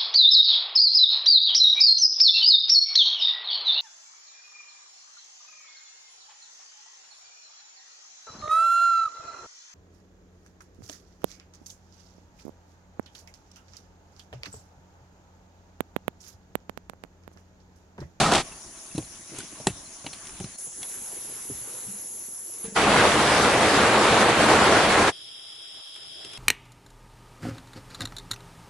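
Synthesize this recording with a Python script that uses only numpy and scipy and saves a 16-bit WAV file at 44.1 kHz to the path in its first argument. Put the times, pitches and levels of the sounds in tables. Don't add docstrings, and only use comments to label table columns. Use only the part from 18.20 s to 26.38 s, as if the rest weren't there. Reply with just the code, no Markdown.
import sys
import numpy as np
from scipy import signal
from scipy.fft import rfft, irfft, next_fast_len
from scipy.io import wavfile
from scipy.ndimage import uniform_filter1d, map_coordinates

SR = 44100
rng = np.random.default_rng(int(sys.argv[2]) if len(sys.argv) > 2 else 0)


def dump_mix(stems):
    frames = np.atleast_2d(stems).T
    limited = np.clip(frames, -1, 1)
    pcm = np.round(limited * 32767).astype(np.int16)
    wavfile.write(sys.argv[1], SR, pcm)


def ratio_of_db(decibels):
    return 10 ** (np.asarray(decibels, float) / 20)


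N = 360738
TIME = np.arange(N) / SR


def unit(x):
    return x / np.sqrt(np.mean(x ** 2) + 1e-20)


def along(points, hz):
    f, v = np.transpose(points)
    return np.interp(np.log(hz + 1), np.log(f + 1), v)


def curves(rows):
    s, *cols = np.transpose(rows)
    return [np.interp(TIME, s, c) for c in cols]


def wobble(rate):
    knots = rng.standard_normal(int(N * rate / SR) + 4)
    return map_coordinates(knots, [np.arange(N) * rate / SR])


def during(start, end):
    return uniform_filter1d(1. * (TIME > start) * (TIME < end), size=400)


def lean(left_db):
    return ratio_of_db([[left_db], [-left_db]])


def filtered(x, response):
    m = next_fast_len(N + 8192)
    return irfft(rfft(x, m) * response(np.fft.rfftfreq(m, 1 / SR)), m)[..., :N]


def shaped(spectrum):
    return lambda hz: ratio_of_db(along(spectrum, hz))


def grains(rate, spread_db, share):
    hit = rng.random((2, N)) < rate / SR
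    size = rng.exponential(1, (2, N))
    sign = np.sign(rng.standard_normal((2, N)))
    share = np.clip(share, 0, 1)
    impacts = unit(hit * ratio_of_db(spread_db * np.minimum(size, 3)) * sign)
    return np.sqrt(share) * impacts + np.sqrt(1 - share) * rng.standard_normal((2, N))


def patchy(x, patchy_db):
    z = signal.stft(x, nperseg=512)[2]
    field = uniform_filter1d(rng.standard_normal(z.shape[1:]), size=8, axis=0)
    field = uniform_filter1d(field, size=10, axis=1)
    return signal.istft(z * ratio_of_db(patchy_db * unit(field)), nperseg=512)[1][:, :N]


# (frequency [Hz], side minus mid level [dB])
WIDTHS = [
    [(60, -54), (220, -57), (830, -30), (3110, -9.5), (11600, 2.5)],
    [(60, -41), (220, -17), (830, -7.5), (3110, -2), (6500, -1), (8500, -1), (11600, -4)],
    [(60, -23), (220, -15), (830, -7), (2200, -5), (6500, -2.5), (11600, -2)],
    [(60, -41), (170, -64), (350, -30.5), (830, -11.5), (2000, -6.5), (4820, -2), (11600, -0.5)],
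    [(60, -7), (350, -3), (2000, -2.5), (6500, -0.5), (8500, 0), (11600, -4)],
]


def stereo(pair, colour, width):
    mid, side = filtered(pair, lambda hz: colour(hz) * [hz >= 0, ratio_of_db(along(width, hz))])
    return np.array([mid + side, mid - side]) / np.sqrt(np.mean(mid ** 2) + 1e-20)


# (time [s], knocking level [dB], scrape level [dB])
TIMBER = [(0.0, -16, -17.5), (0.17, -20, -29), (0.21, -27.5, -22.5)]
# (frequency [Hz], width [Hz], level [dB])
WOOD = [(171, 126, 5), (720, 320, 5.5), (1350, 470, -0.5), (1867, 33, 0.5)]
# (frequency [Hz], level [dB per Hz])
SCRAPE = [(710, -11), (1200, -11), (1900, -9.5), (2050, -5.5), (4320, -7.5), (4660, -9.5), (7320, -13),
          (11400, -21), (14800, -62), (22000, -120)]
# (time [s], peak level [dB], bright peak level [dB])
SLAPS = [(0.003, -19, -30), (0.015, -22, -36), (0.047, -24, -49), (0.062, -21, -51), (0.115, -12, -28),
         (0.12, -5, -23.5), (0.135, -17, -19), (0.149, -11, -22), (0.154, -18, -22), (0.166, -16, -29),
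         (0.179, -17, -25), (0.202, -19, -32)]
# (time [s], frequency [Hz], level [dB], decay t60 [s])
CLACKS = [
    (.014, 753, -14, .05),
    (.061, 1270, -12.5, 0.044),
    (.09, 646, -21, .07),
    (.16, 700, -24, .05),
]


def timber():
    def burst(s, t60):
        return (TIME > s) * ratio_of_db(-60 * np.abs(TIME - s) / t60)

    def wood(f):
        modes = ratio_of_db(-11) * (f < 150)
        for k, (centre, width, db) in enumerate(WOOD):
            damping = 1j * f * width
            modes = modes + (-1) ** k * ratio_of_db(db) * damping / (centre * centre - f * f + damping)
        return modes

    knock_db, scrape_db = curves(TIMBER)
    low, high = ratio_of_db(knock_db - 4.5), ratio_of_db(scrape_db - 6.0)
    for s, db, bright_db in SLAPS:
        low = low + ratio_of_db(db - 13.5) * burst(s, t60=0.07)
        high = high + ratio_of_db(bright_db - 1.5) * burst(s, t60=0.055)
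    knocks = stereo(grains(400, spread_db=-3.5, share=0.28), wood, WIDTHS[0])
    scrape = stereo(grains(1500, spread_db=5.0, share=0.2), shaped(SCRAPE), WIDTHS[0])
    clacks = sum(ratio_of_db(db) * burst(s, t60) * np.sin(2 * np.pi * hz * (TIME - s))
                 for s, hz, db, t60 in CLACKS)
    return clacks + low * knocks + high * scrape


# (time [s], flow level [dB])
SOIL = [
    [(0.24, -48.5), (0.47, -53), (1.08, -53), (1.32, -50.5), (1.59, -52), (1.84, -53.5), (2.02, -51),
     (2.1, -50.5), (2.27, -51.5), (2.37, -54.5)],
    [(2.39, -53), (2.6, -54.5), (2.66, -50), (2.78, -50.5), (2.9, -49), (3.6, -49.5), (3.97, -55),
     (4.21, -57), (4.42, -54), (4.46, -45.5), (4.54, -56)],
]
# (frequency [Hz], level [dB per Hz])
CLODS = [
    [(15, -34), (25, 0), (167, -1), (381, 0), (498, -20), (663, 0.5), (924, -38), (1100, -5), (1430, -28),
     (2420, -120)],
    [(15, -41), (25, -6), (113, -6), (381, 0.5), (642, -7), (695, -25), (854, -14), (1100, -21),
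     (1430, -55), (2420, -120)],
]
# (frequency [Hz], level [dB per Hz])
CRUMBS = [(350, -3), (600, -2.5), (693, -2.5), (869, 0.5), (1240, -3.5), (1560, -2.5), (5200, -7),
          (6760, -51), (11400, -120)]
CLOD_DB = (-2.5, -5.5)
CRUMB_DB = (-1, -2)
CLODS_GROW = (1.66, 0.69)
CLODS_LAG_S = (0, 0.22)
SETTLE_S, SETTLE_RISE_S, SETTLE_DB = 4.62, 0.12, 18
SCUFF_S, SCUFF_SPREAD_S, SCUFF_DB = 1.19, 0.042, 8.5


def soil(k):
    flow_db, = curves(SOIL[k])
    late_db, = curves(np.add(SOIL[k], (CLODS_LAG_S[k], 0)))
    middle_db = np.mean(SOIL[k], axis=0)[1]
    settle_db = SETTLE_DB * np.exp(-np.abs(TIME - SETTLE_S) / SETTLE_RISE_S)
    scuff_db = SCUFF_DB * np.exp(-((TIME - SCUFF_S) / SCUFF_SPREAD_S) ** 2)
    clods = stereo(patchy(grains(90, spread_db=3.5, share=0.3), 3.3), shaped(CLODS[k]), WIDTHS[k + 1])
    crumbs = stereo(patchy(grains(500, spread_db=4.5, share=0.1), 2.0), shaped(CRUMBS), WIDTHS[k + 1])
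    clods_db = middle_db + CLODS_GROW[k] * (late_db - middle_db) + CLOD_DB[k] + settle_db
    return ratio_of_db(clods_db) * clods + ratio_of_db(flow_db + CRUMB_DB[k] + scuff_db) * crumbs


# (chorus level at the start [dB], drift [dB per s])
CICADAS = [
    (-52.5, 0.44),
    (-47.5, -1.1),
]
# (frequency [Hz], level [dB per Hz])
CHORUS = [
    [(2940, -48), (5000, -7), (5670, 0.5), (6620, 6), (7680, -1.5), (8400, -5.5), (10900, -41),
     (18500, -120)],
    [(3180, -40), (5400, -8.5), (5570, -8), (5960, -1), (6720, 3), (7960, -0.5), (8400, -4), (10900, -48),
     (18500, -120)],
]
# (time of a swell [s], rate [1/s], level over chorus [dB], depth [dB])
THROB = [
    (.93, 6.1, -11, 12),
    (2.4, 6.2, -15, 8.5),
]
# (lower level [dB], middle level [dB], upper level [dB])
TOP_NOISE_DB = [(-69.5, -58.5, -63.5), (-63, -61, -50.5)]
# (low edge [Hz], high edge [Hz])
EDGES = [
    (8400, 9150),
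    (9150, 10150),
    (10150, 11370),
]
# (time [s], swell level [dB])
SHIMMER = [(.49, 3), (.72, 5.5), (.95, 3), (1.4, 4), (1.87, 1.5), (2.12, 6.5), (2.38, 4), (2.387, 12),
           (2.44, 9), (2.52, 7)]
DUCK_DB = [(0, 0, -4), (0, -16, -9)]
LEAN_DB = [0, 1.2, .1, 0, .5]


def cicadas(k):
    start_db, drift_db = CICADAS[k]
    chorus_db = start_db + drift_db * (TIME - SCENES[k + 1][0])
    at, rate, under_db, depth_db = THROB[k]
    throb_db = under_db + depth_db * np.cos(2 * np.pi * rate * (TIME - at))
    chorus = stereo(patchy(grains(1500, spread_db=17.0, share=.2), 1.26),
                    lambda hz: shaped(CHORUS[k])(hz) * (hz < EDGES[0][0]), WIDTHS[k + 1])
    lower_edge = shaped([(4300, -60), (4800, -10.0), (5800, 2), (6800, -11), (7600, -50)])
    throb = stereo(rng.standard_normal((2, N)), lower_edge, WIDTHS[k + 1])
    swell_db, = curves(SHIMMER)
    top = 0
    nominal_hz = (650, 400, 450)
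    for db, duck_db, rows, (lo, hi), width in zip(TOP_NOISE_DB[k], DUCK_DB[k], WHISTLES, EDGES, nominal_hz):
        whistling = sum(during(*row[:2]) for row in rows)
        band = stereo(grains(2500, spread_db=6.0, share=0.16),
                      lambda hz: (hz > lo) & (hz < hi), WIDTHS[k + 1])
        top = top + ratio_of_db(db + swell_db + duck_db * whistling + 10 * np.log10((hi - lo) / width)) * band
    singers = ratio_of_db(chorus_db + 2.0) * chorus + ratio_of_db(chorus_db + throb_db) * throb
    return singers * lean(LEAN_DB[k + 1]) + top


# (time [s], length [s], from [Hz], to [Hz], level [dB])
CHIRPS = [(0.272, 0.034, 4100, 3580, -58), (0.556, 0.044, 4300, 3800, -54), (.66, 0.028, 4700, 4470, -53),
          (0.832, 0.034, 4500, 3860, -53), (1.648, 0.035, 4200, 4100, -51), (2.238, .014, 4200, 4050, -43),
          (2.278, .04, 4050, 4000, -57), (2.328, 0.053, 4300, 4230, -53)]


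def bird():
    out = np.zeros(N)
    for s, length, from_hz, to_hz, db in CHIRPS:
        u = np.clip((TIME - s) / length, 0, 1)
        cycles = length * u * (from_hz + (to_hz - from_hz) * u / 2)
        out += ratio_of_db(db) * np.sin(np.pi * u) * np.sin(2 * np.pi * cycles)
    return out * (0.92 + 0.5 * wobble(300))


# (time [s], frequency [Hz], level [dB], decay t60 [s])
TUB = [(2.203, 374, -34, 0.11), (3.298, 405, -32, .08), (3.4, 119, -50, .4), (3.531, 121, -52, 0.33),
       (3.472, 450, -44, 0.18), (3.665, 121, -43, 0.22), (3.68, 195, -40.5, 0.34), (3.74, 199, -44, 0.29),
       (4.235, 370, -49, .15), (4.275, 338, -46, .15), (4.335, 450, -49.5, 0.24), (4.35, 325, -51, .2),
       (4.411, 343, -47.5, .15), (4.442, 449, -37, 0.36), (4.445, 850, -48, 0.1), (4.465, 800, -52, 0.084),
       (4.497, 930, -47, .08), (4.478, 197, -31, 0.093), (4.52, 203, -38, 0.2), (4.51, 423, -50, 0.18)]
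# (time [s], frequency [Hz], level [dB], decay t60 [s])
TINGS = [(.32, 2660, -40, .05), (.711, 2650, -42, .05), (.755, 4100, -40, 0.055), (.777, 2590, -36, 0.045),
         (.779, 4100, -36, 0.044), (.777, 950, -34, .04), (1.4695, 1880, -16, 0.025),
         (1.863, 2900, -26, 0.027), (1.93, 4240, -31, 0.035), (2.241, 4100, -40, .04),
         (1.203, 1480, -31, 0.032), (1.863, 4000, -35, .03), (2.203, 785, -36.5, .06),
         (2.627, 2170, -36, .04), (2.628, 3380, -34, 0.049), (3.08, 890, -47, 0.065),
         (1.863, 920, -29, 0.038)]


def tub():
    def ringing(rows, rise_s):
        out, t = np.zeros(N + SR), np.arange(SR // 2) / SR
        for s, hz, db, t60 in rows:
            envelope = ratio_of_db(db - 60 * t / t60) * (1 - np.exp(-t / rise_s))
            out[round(s * SR):][:len(t)] += envelope * np.sin(2 * np.pi * hz * t)
        return out[:N]

    hum = ringing(TUB, rise_s=0.0038)
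    return hum * (1.0 + 0.37 * wobble(120)) + ringing(TINGS, rise_s=0.002)


# (time [s], thud peak level [dB], thud [Hz], crack level [dB], level of its top end [dB])
TAPS = [(0.322, -45, 242, -40, -2), (0.757, -45, 300, -37, -4), (.824, -39, 800, -43, -6),
        (1.096, -48, 300, -45, 0), (1.13, -28.5, 315, -52, 0), (1.147, -34, 318, -39, 0),
        (1.162, -50, 330, -41, 9), (1.1855, -36, 354, -34, 11), (1.203, -35, 342, -32, -2),
        (1.323, -36.5, 302, -53, 0), (1.4, -30, 604, -45, 0), (1.844, -30.5, 615, -38, -8),
        (1.93, -45, 630, -33, -1), (1.934, -52, 630, -31, -1), (1.943, -55, 630, -41, -2),
        (2.053, -49, 400, -39, 1), (2.07, -41, 253, -36, 2), (2.093, -52, 400, -39, -2),
        (2.468, -38, 475, -56, 0), (2.619, -60, 400, -41, -10), (2.629, -54, 400, -28, 3),
        (2.714, -61, 501, -39, -8), (2.741, -54, 450, -45, -8), (2.927, -36, 425, -58.5, 0),
        (2.966, -39, 360, -50, -5), (2.975, -42, 450, -55, 0), (3.045, -41, 330, -53, 0),
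        (3.604, -60, 500, -46, -8), (4.081, -43.5, 398, -62, -2), (4.454, -51, 800, -38, -6),
        (7.55, -54, 370, -62, 0), (7.78, -51, 380, -58, 0), (7.831, -58, 594, -47, 0),
        (8.048, -38.5, 400, -29, -7.5), (8.115, -52, 400, -45, -3), (8.133, -53, 415, -34, -3),
        (8.174, -44, 293, -32, -6)]
MORE_TAPS = [(1.118, -34, 300, -59, 0), (1.232, -40, 300, -44, -3), (1.243, -43, 250, -50, 0),
             (2.385, -60, 400, -47, 10), (2.411, -60, 400, -48, 12), (3.09, -42, 420, -52, -5),
             (3.25, -40, 430, -60, 0), (4.295, -45, 600, -55, -6), (4.395, -46, 400, -60, 0),
             (7.741, -60, 500, -46, 0), (7.759, -53, 700, -38.5, -1)]
# (time [s], thud peak level [dB], thud [Hz], crack level [dB], boom level [dB])
STRIKES = [
    (0.749, -29, 166, -44, -33),
    (0.7794, -17, 312, -30, -33),
    (1.4698, -13, 385, -15, -26.5),
    (1.8645, -32, 302, -24, -46),
    (2.201, -26.5, 178, -33, -35),
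    (2.242, -31, 202, -35, -40),
    (3.3, -30, 270, -49, -37),
    (4.442, -33, 203, -39, -52),
]
STRIKE_TOP_DB = [0, 3, 0, -12, 1, -3, 0, -5]
# (frequency [Hz], level [dB], decay t60 [s])
IRON = [(800, 17, 0.013), (1950, -6, 0.019), (2660, -6, 0.1), (3380, -2, .03), (4100, 4, 0.024),
        (7670, 3, 0.031)]
# (frequency [Hz], level [dB per Hz])
GRIT = [(650, -37), (1100, -6), (1860, -5), (2890, -1.5), (3650, -2), (4650, -6.5), (7650, -6), (11300, -5),
        (14700, -40), (22000, -120)]
# (frequency [Hz], level [dB per Hz])
PUFF = [(40, -22), (150, -2), (500, -11.5), (800, -17.5), (2000, -41)]
PUFF_DB, PUFF_T60_S = -6, 0.075
TAP_BOOM_DB = -31
RING_DB, RING_GROWS = 4.5, 1.89
KNOCK_CYCLES = 18
BOOM_WANDER_HZ = 45
SPLIT_HZ = 5500


def blows():
    low, high = np.zeros(N + SR), np.zeros((4, N + SR))
    t = np.arange(SR // 5) / SR
    hits = [(*row, top_db) for row, top_db in zip(STRIKES, STRIKE_TOP_DB)]
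    for s, db, hz, crack_db, top_db in TAPS + MORE_TAPS:
        hits.append((s, db, hz, crack_db, db + TAP_BOOM_DB, top_db))
    for s, db, hz, crack_db, boom_db, top_db in hits:
        luck, near = rng.standard_normal(len(IRON)), rng.uniform(-1.66, 1, 5)
        here = slice(round(s * SR), round(s * SR) + len(t))

        body = sum(np.sin(2 * np.pi * hz * 2 ** (0.45 * u) * t) for u in near)
        knock = ratio_of_db(db - 2.5 - 60 * t * hz / KNOCK_CYCLES) * (1 - np.exp(-t / 0.0013))
        knock = knock * (np.sin(2 * np.pi * hz * t) + 0.12 * body)

        crumbs = np.repeat(rng.standard_normal(len(t) // 128 + 1), repeats=128)[:len(t)]
        cycles = 72 * t + 120 * 0.0272 * (1 - np.exp(-t / 0.0317)) + BOOM_WANDER_HZ * np.cumsum(crumbs) / SR
        shake_db = 6.4 * np.sin(2 * np.pi * 31 * t + 3 * near[0])
        boom = ratio_of_db(boom_db + 0.5 + shake_db - 60 * t / 0.24) * (1 - np.exp(-t / 0.0027))
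        boom = boom * np.sin(2 * np.pi * cycles)

        ring_db = RING_DB + RING_GROWS * crack_db - 5.0
        ring = sum(ratio_of_db(ring_db + level + 3.4 * g - 60 * t / life) * np.sin(2 * np.pi * f * t)
                   for (f, level, life), g in zip(IRON, luck))
        low[here] += knock + boom + ring

        snap = (1 - np.exp(-t / .0004)) * ratio_of_db(-60 * t / .021)
        falling_grit = .2 * ratio_of_db(-60 * t / .15 + 2 * np.clip(crumbs, -3, 1))
        fade = snap + falling_grit
        puff = ratio_of_db(db + PUFF_DB - 60 * t / PUFF_T60_S) * (1 - np.exp(-t / 0.0032))
        crack, crack_top = ratio_of_db(crack_db - 3.0) * fade, ratio_of_db(crack_db - 1.0 + top_db) * fade
        high[:, here] += np.array([crack, crack, puff, crack_top]) * rng.standard_normal((4, len(t)))

    def colour(x, spectrum):
        gain = shaped(spectrum)
        return filtered(x, gain) / np.sqrt(np.mean(gain(np.linspace(0, SR / 2, num=999)) ** 2))

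    mid, side, top = colour(high[[0, 1, 3], :N], GRIT)
    mid = top + filtered(mid - top, lambda f: 1 / (1 + (f / SPLIT_HZ) ** 6))
    thuds = filtered(low[:N], lambda f: f * f / (f * f + 40 ** 2))
    return thuds + colour(high[2, :N], PUFF) + mid + 0.057 * side * [[1], [-1]]


# (from [s], to [s], first level [dB], last level [dB])
WHISTLES = [
    [(2.42, 3.75, -67, -73), (3.81, 3.98, -79, -82), (4.2, 4.75, -81, -57)],
    [(3.33, 3.65, -54, -58), (3.66, 4.6, -57, -58)],
    [(1.5, 2.38, -58, -61), (2.386, 2.63, -40.5, -44), (4.43, 4.56, -36.5, -51), (4.56, 4.75, -40, -70)],
]
PITCHES = [8775, 9737, 10697]
RIGHT_DB = (0, .8, 0)
BLIPS = (3.295, 3.635, 4.44)
BLIP_S, BLIP_DB = 0.029, -42.5
LEFT_LAG = 1.0


def whistles():
    levels = []
    for rows in WHISTLES:
        level = sum(during(a, b) * ratio_of_db(np.interp(TIME, (a, b), (first_db, last_db)))
                    for a, b, first_db, last_db in rows)
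        levels.append(ratio_of_db(4.7 * wobble(22.05)) * level)
    levels[1] = levels[1] + ratio_of_db(BLIP_DB) * sum(during(s, s + BLIP_S) for s in BLIPS)
    phase = LEFT_LAG * np.array([[-.5], [.5]])
    return sum(level * np.sqrt(2) * np.sin(2 * np.pi * hz * TIME + phase) * lean(-db)
               for level, hz, db in zip(levels, PITCHES, RIGHT_DB))


# (time [s], fall level [dB])
RAIN = [(4.54, -54), (4.557, -31), (4.563, -18), (4.66, -19), (4.8, -17.5), (4.95, -20.5), (5.14, -20),
        (5.35, -19.5), (5.6, -18.5), (5.9, -18.5), (6.09, -18), (6.14, -18.5), (6.21, -18), (6.255, -19.5),
        (6.31, -18), (6.895, -18.5), (6.91, -32.5)]
# (time [s], level [dB])
GUSTS = [(4.6, -1), (4.95, 2), (5.08, 1.5), (5.23, 2.5), (5.31, 0), (5.62, 1), (5.72, -1), (5.98, 1),
         (6.07, -2), (6.1, 1.5), (6.145, -4.5), (6.21, 0), (6.255, 0), (6.31, -.5), (6.89, 0)]
# (frequency [Hz], level [dB per Hz])
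DRUM = [(13, -45), (22, -21.5), (96, -8), (180, -6.5), (210, -1.5), (246, -5.5), (308, -2.5), (470, -1),
        (563, -3), (615, -2), (1320, -4.5), (3760, -16), (4600, -21.5), (5980, -88), (10100, -120)]
SPRAY = [(2710, -16), (4600, 0), (9610, -5.5), (10900, -6.5), (11200, -9), (14600, -43), (22000, -120)]
SPRAY_DB, SPRAY_GROWS = -32.5, 0.41
PUDDLE_DB, FILL_DB_PER_S = -20.5, 3.5
GUST_DB, FLURRY_DB = 0.6, 0.63


def rain():
    drum_db, = curves(RAIN)
    spray_db = SPRAY_DB + SPRAY_GROWS * (drum_db + 18.5)
    gust_db = curves(GUSTS)[0] + GUST_DB * wobble(9) / 2 + FLURRY_DB * wobble(40)
    drum = stereo(patchy(grains(2200, spread_db=3.2, share=.4), 1.0), shaped(DRUM), WIDTHS[3])
    puddle = stereo(grains(500, spread_db=2.0, share=0.4),
                    lambda f: f * 330 / (760 ** 2 - f * f + 1j * f * 330), WIDTHS[3])
    spray = stereo(patchy(grains(2500, spread_db=4.0, share=0.22), 1.35), shaped(SPRAY), WIDTHS[3])
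    puddle_share = ratio_of_db(PUDDLE_DB + FILL_DB_PER_S * (TIME - RAIN[0][0]))
    ground = ratio_of_db(drum_db + 0.35 + gust_db / 2) * (drum + puddle_share * puddle)
    return ground + ratio_of_db(spray_db + gust_db) * spray


PATH_DB = (-47.5, -50, -58.5, -57)
NEAR_DB = (0.68, .4, 7.6, 1.6)
# (frequency [Hz], level [dB per Hz])
LOW_CRICKET = [(1410, -55), (2400, -23), (2950, -8.5), (3170, -3), (3300, 3.5), (3520, -3.5), (3880, -7),
               (4070, -14), (4300, -17), (5590, -58), (9460, -120)]
HIGH_CRICKET = [(2620, -53), (4450, -20), (4810, 1.5), (5280, 7), (5620, -4), (5750, -34), (7480, -49),
                (12700, -120)]
RUSTLE = [(15, -53), (25, -23), (96, -3.5), (140, -4), (220, -10), (360, -1.5), (498, -6), (667, -3),
          (984, -8), (1370, -6.5), (2600, -10), (3380, -31), (5720, -120)]
HISS = [(3470, -50), (5900, -9), (6160, -11), (7200, -4), (8110, -9), (8200, -13), (8380, -15), (8780, -6),
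        (9500, -5), (10200, 1), (10800, 0.5), (11300, -24), (14700, -54), (22000, -120)]
NEAR_S, NEARING_S = 8.14, 0.13


def path():
    # (colour, impacts a second, their share, patchiness [dB])
    layers = [(LOW_CRICKET, 1500, .15, 0.72), (HIGH_CRICKET, 2000, .15, .66),
              (RUSTLE, 200, .2, 1.9), (HISS, 900, .1, 1.2)]
    near = np.exp(-np.abs(TIME - NEAR_S) / NEARING_S)
    out = 0
    for db, near_db, (colour, rate, share, patchy_db) in zip(PATH_DB, NEAR_DB, layers):
        clicks = patchy(grains(rate, spread_db=4.0, share=share), patchy_db)
        out = out + ratio_of_db(db + near_db * near) * stereo(clicks, shaped(colour), WIDTHS[4])
    return out


# (from [s], to [s], low edge [Hz], high edge [Hz], share of the time)
GAPS = [(2.42, 4.54, 8420, 9120, 1), (2.26, 2.32, 10200, 11500, 1), (2.52, 2.62, 10300, 11500, 1),
        (4.45, 4.53, 10150, 11500, 1), (3.36, 3.6, 9120, 9950, 1), (3.67, 4.53, 9120, 9950, .4),
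        (6.97, 7.99, 8000, 8400, 1), (6.96, 7.14, 5850, 6150, .5), (7.14, 7.67, 5680, 6330, 1),
        (7.79, 7.92, 5680, 6300, 1), (7.965, 8.04, 5720, 6280, 1), (7.1, 7.66, 4150, 4540, 1),
        (7.73, 7.8, 4330, 4480, 1), (7.91, 8.0, 4300, 4450, 1), (4.87, 4.92, 4330, 4520, 1),
        (4.87, 4.91, 8150, 8330, 1), (4.865, 4.925, 11150, 11500, 1), (2.49, 2.53, 10950, 11500, 1),
        (7.61, 7.68, 170, 300, 1), (7.1, 7.97, 10920, 11500, .9)]
# (from [s], to [s], above [Hz], side level [dB])
CENTRED = [
    (.3, .68, 8400, -6),
    (.68, 1.5, 8400, -16),
    (1.5, 2.2, 8400, -2),
    (2.2, 2.38, 8400, -12),
]
TOP_HZ = 11360
RAGGED_HZ = 70
COMB_HZ, COMB_RAD, COMB_SHARE = 481, 1.1, .5


def thinned(x):
    hz, t, (mid, side) = signal.stft([x[0] + x[1], x[0] - x[1]], SR, nperseg=1024)
    rows = hz[:, None]
    keep = (rows < TOP_HZ) * (t >= 0)
    drift = wobble(13)
    for start, end, lo, hi, share in GAPS:
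        need = np.interp((t + lo) % (N / SR), TIME, drift)
        inside = (t > start) & (t < end)
        band = (rows > lo + RAGGED_HZ * need) & (rows < hi - RAGGED_HZ * need)
        keep = keep * ~(band & inside & (need <= np.quantile(need[inside], share)))
    swing = -COMB_RAD * np.cos(2 * np.pi * (rows - PITCHES[0]) / COMB_HZ)
    swung = np.sqrt(1 - COMB_SHARE) * side + 1j * np.tan(swing / 2) * mid
    side = np.where(rows > EDGES[0][0], swung, side)
    for start, end, lo, db in CENTRED:
        side = side * ratio_of_db(db * ((rows > lo) & (t > start) & (t < end)))
    return signal.istft(np.array([mid + side, mid - side]) / 2 * keep, SR, nperseg=1024)[1][:, :N]


# (start [s], fade-in [s], end [s], fade-out [s])
SCENES = [
    (-.1, .01, .232, .035),
    (.2, .03, 2.385, .03),
    (2.368, .016, 4.565, .03),
    (4.536, .02, 6.925, .03),
    (6.9, .03, 8.3, .01),
]


def scene():
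    sounds = [timber(), soil(0) + cicadas(0), soil(1) + cicadas(1), rain(), path() * lean(LEAN_DB[4])]
    joined = 0
    for x, (start, rise, end, fall) in zip(sounds, SCENES):
        joined = joined + x * np.clip((TIME - start) / rise, 0, 1) * np.clip((end - TIME) / fall, 0, 1)
    return joined + bird() + tub() + blows()


def low_pass(x):
    return signal.sosfilt(signal.butter(12, 11620, fs=SR, output="sos"), x)


def record(dry):
    mix = thinned(dry) + whistles()
    return low_pass(mix)


dry = scene()
out = record(dry)
dump_mix(out)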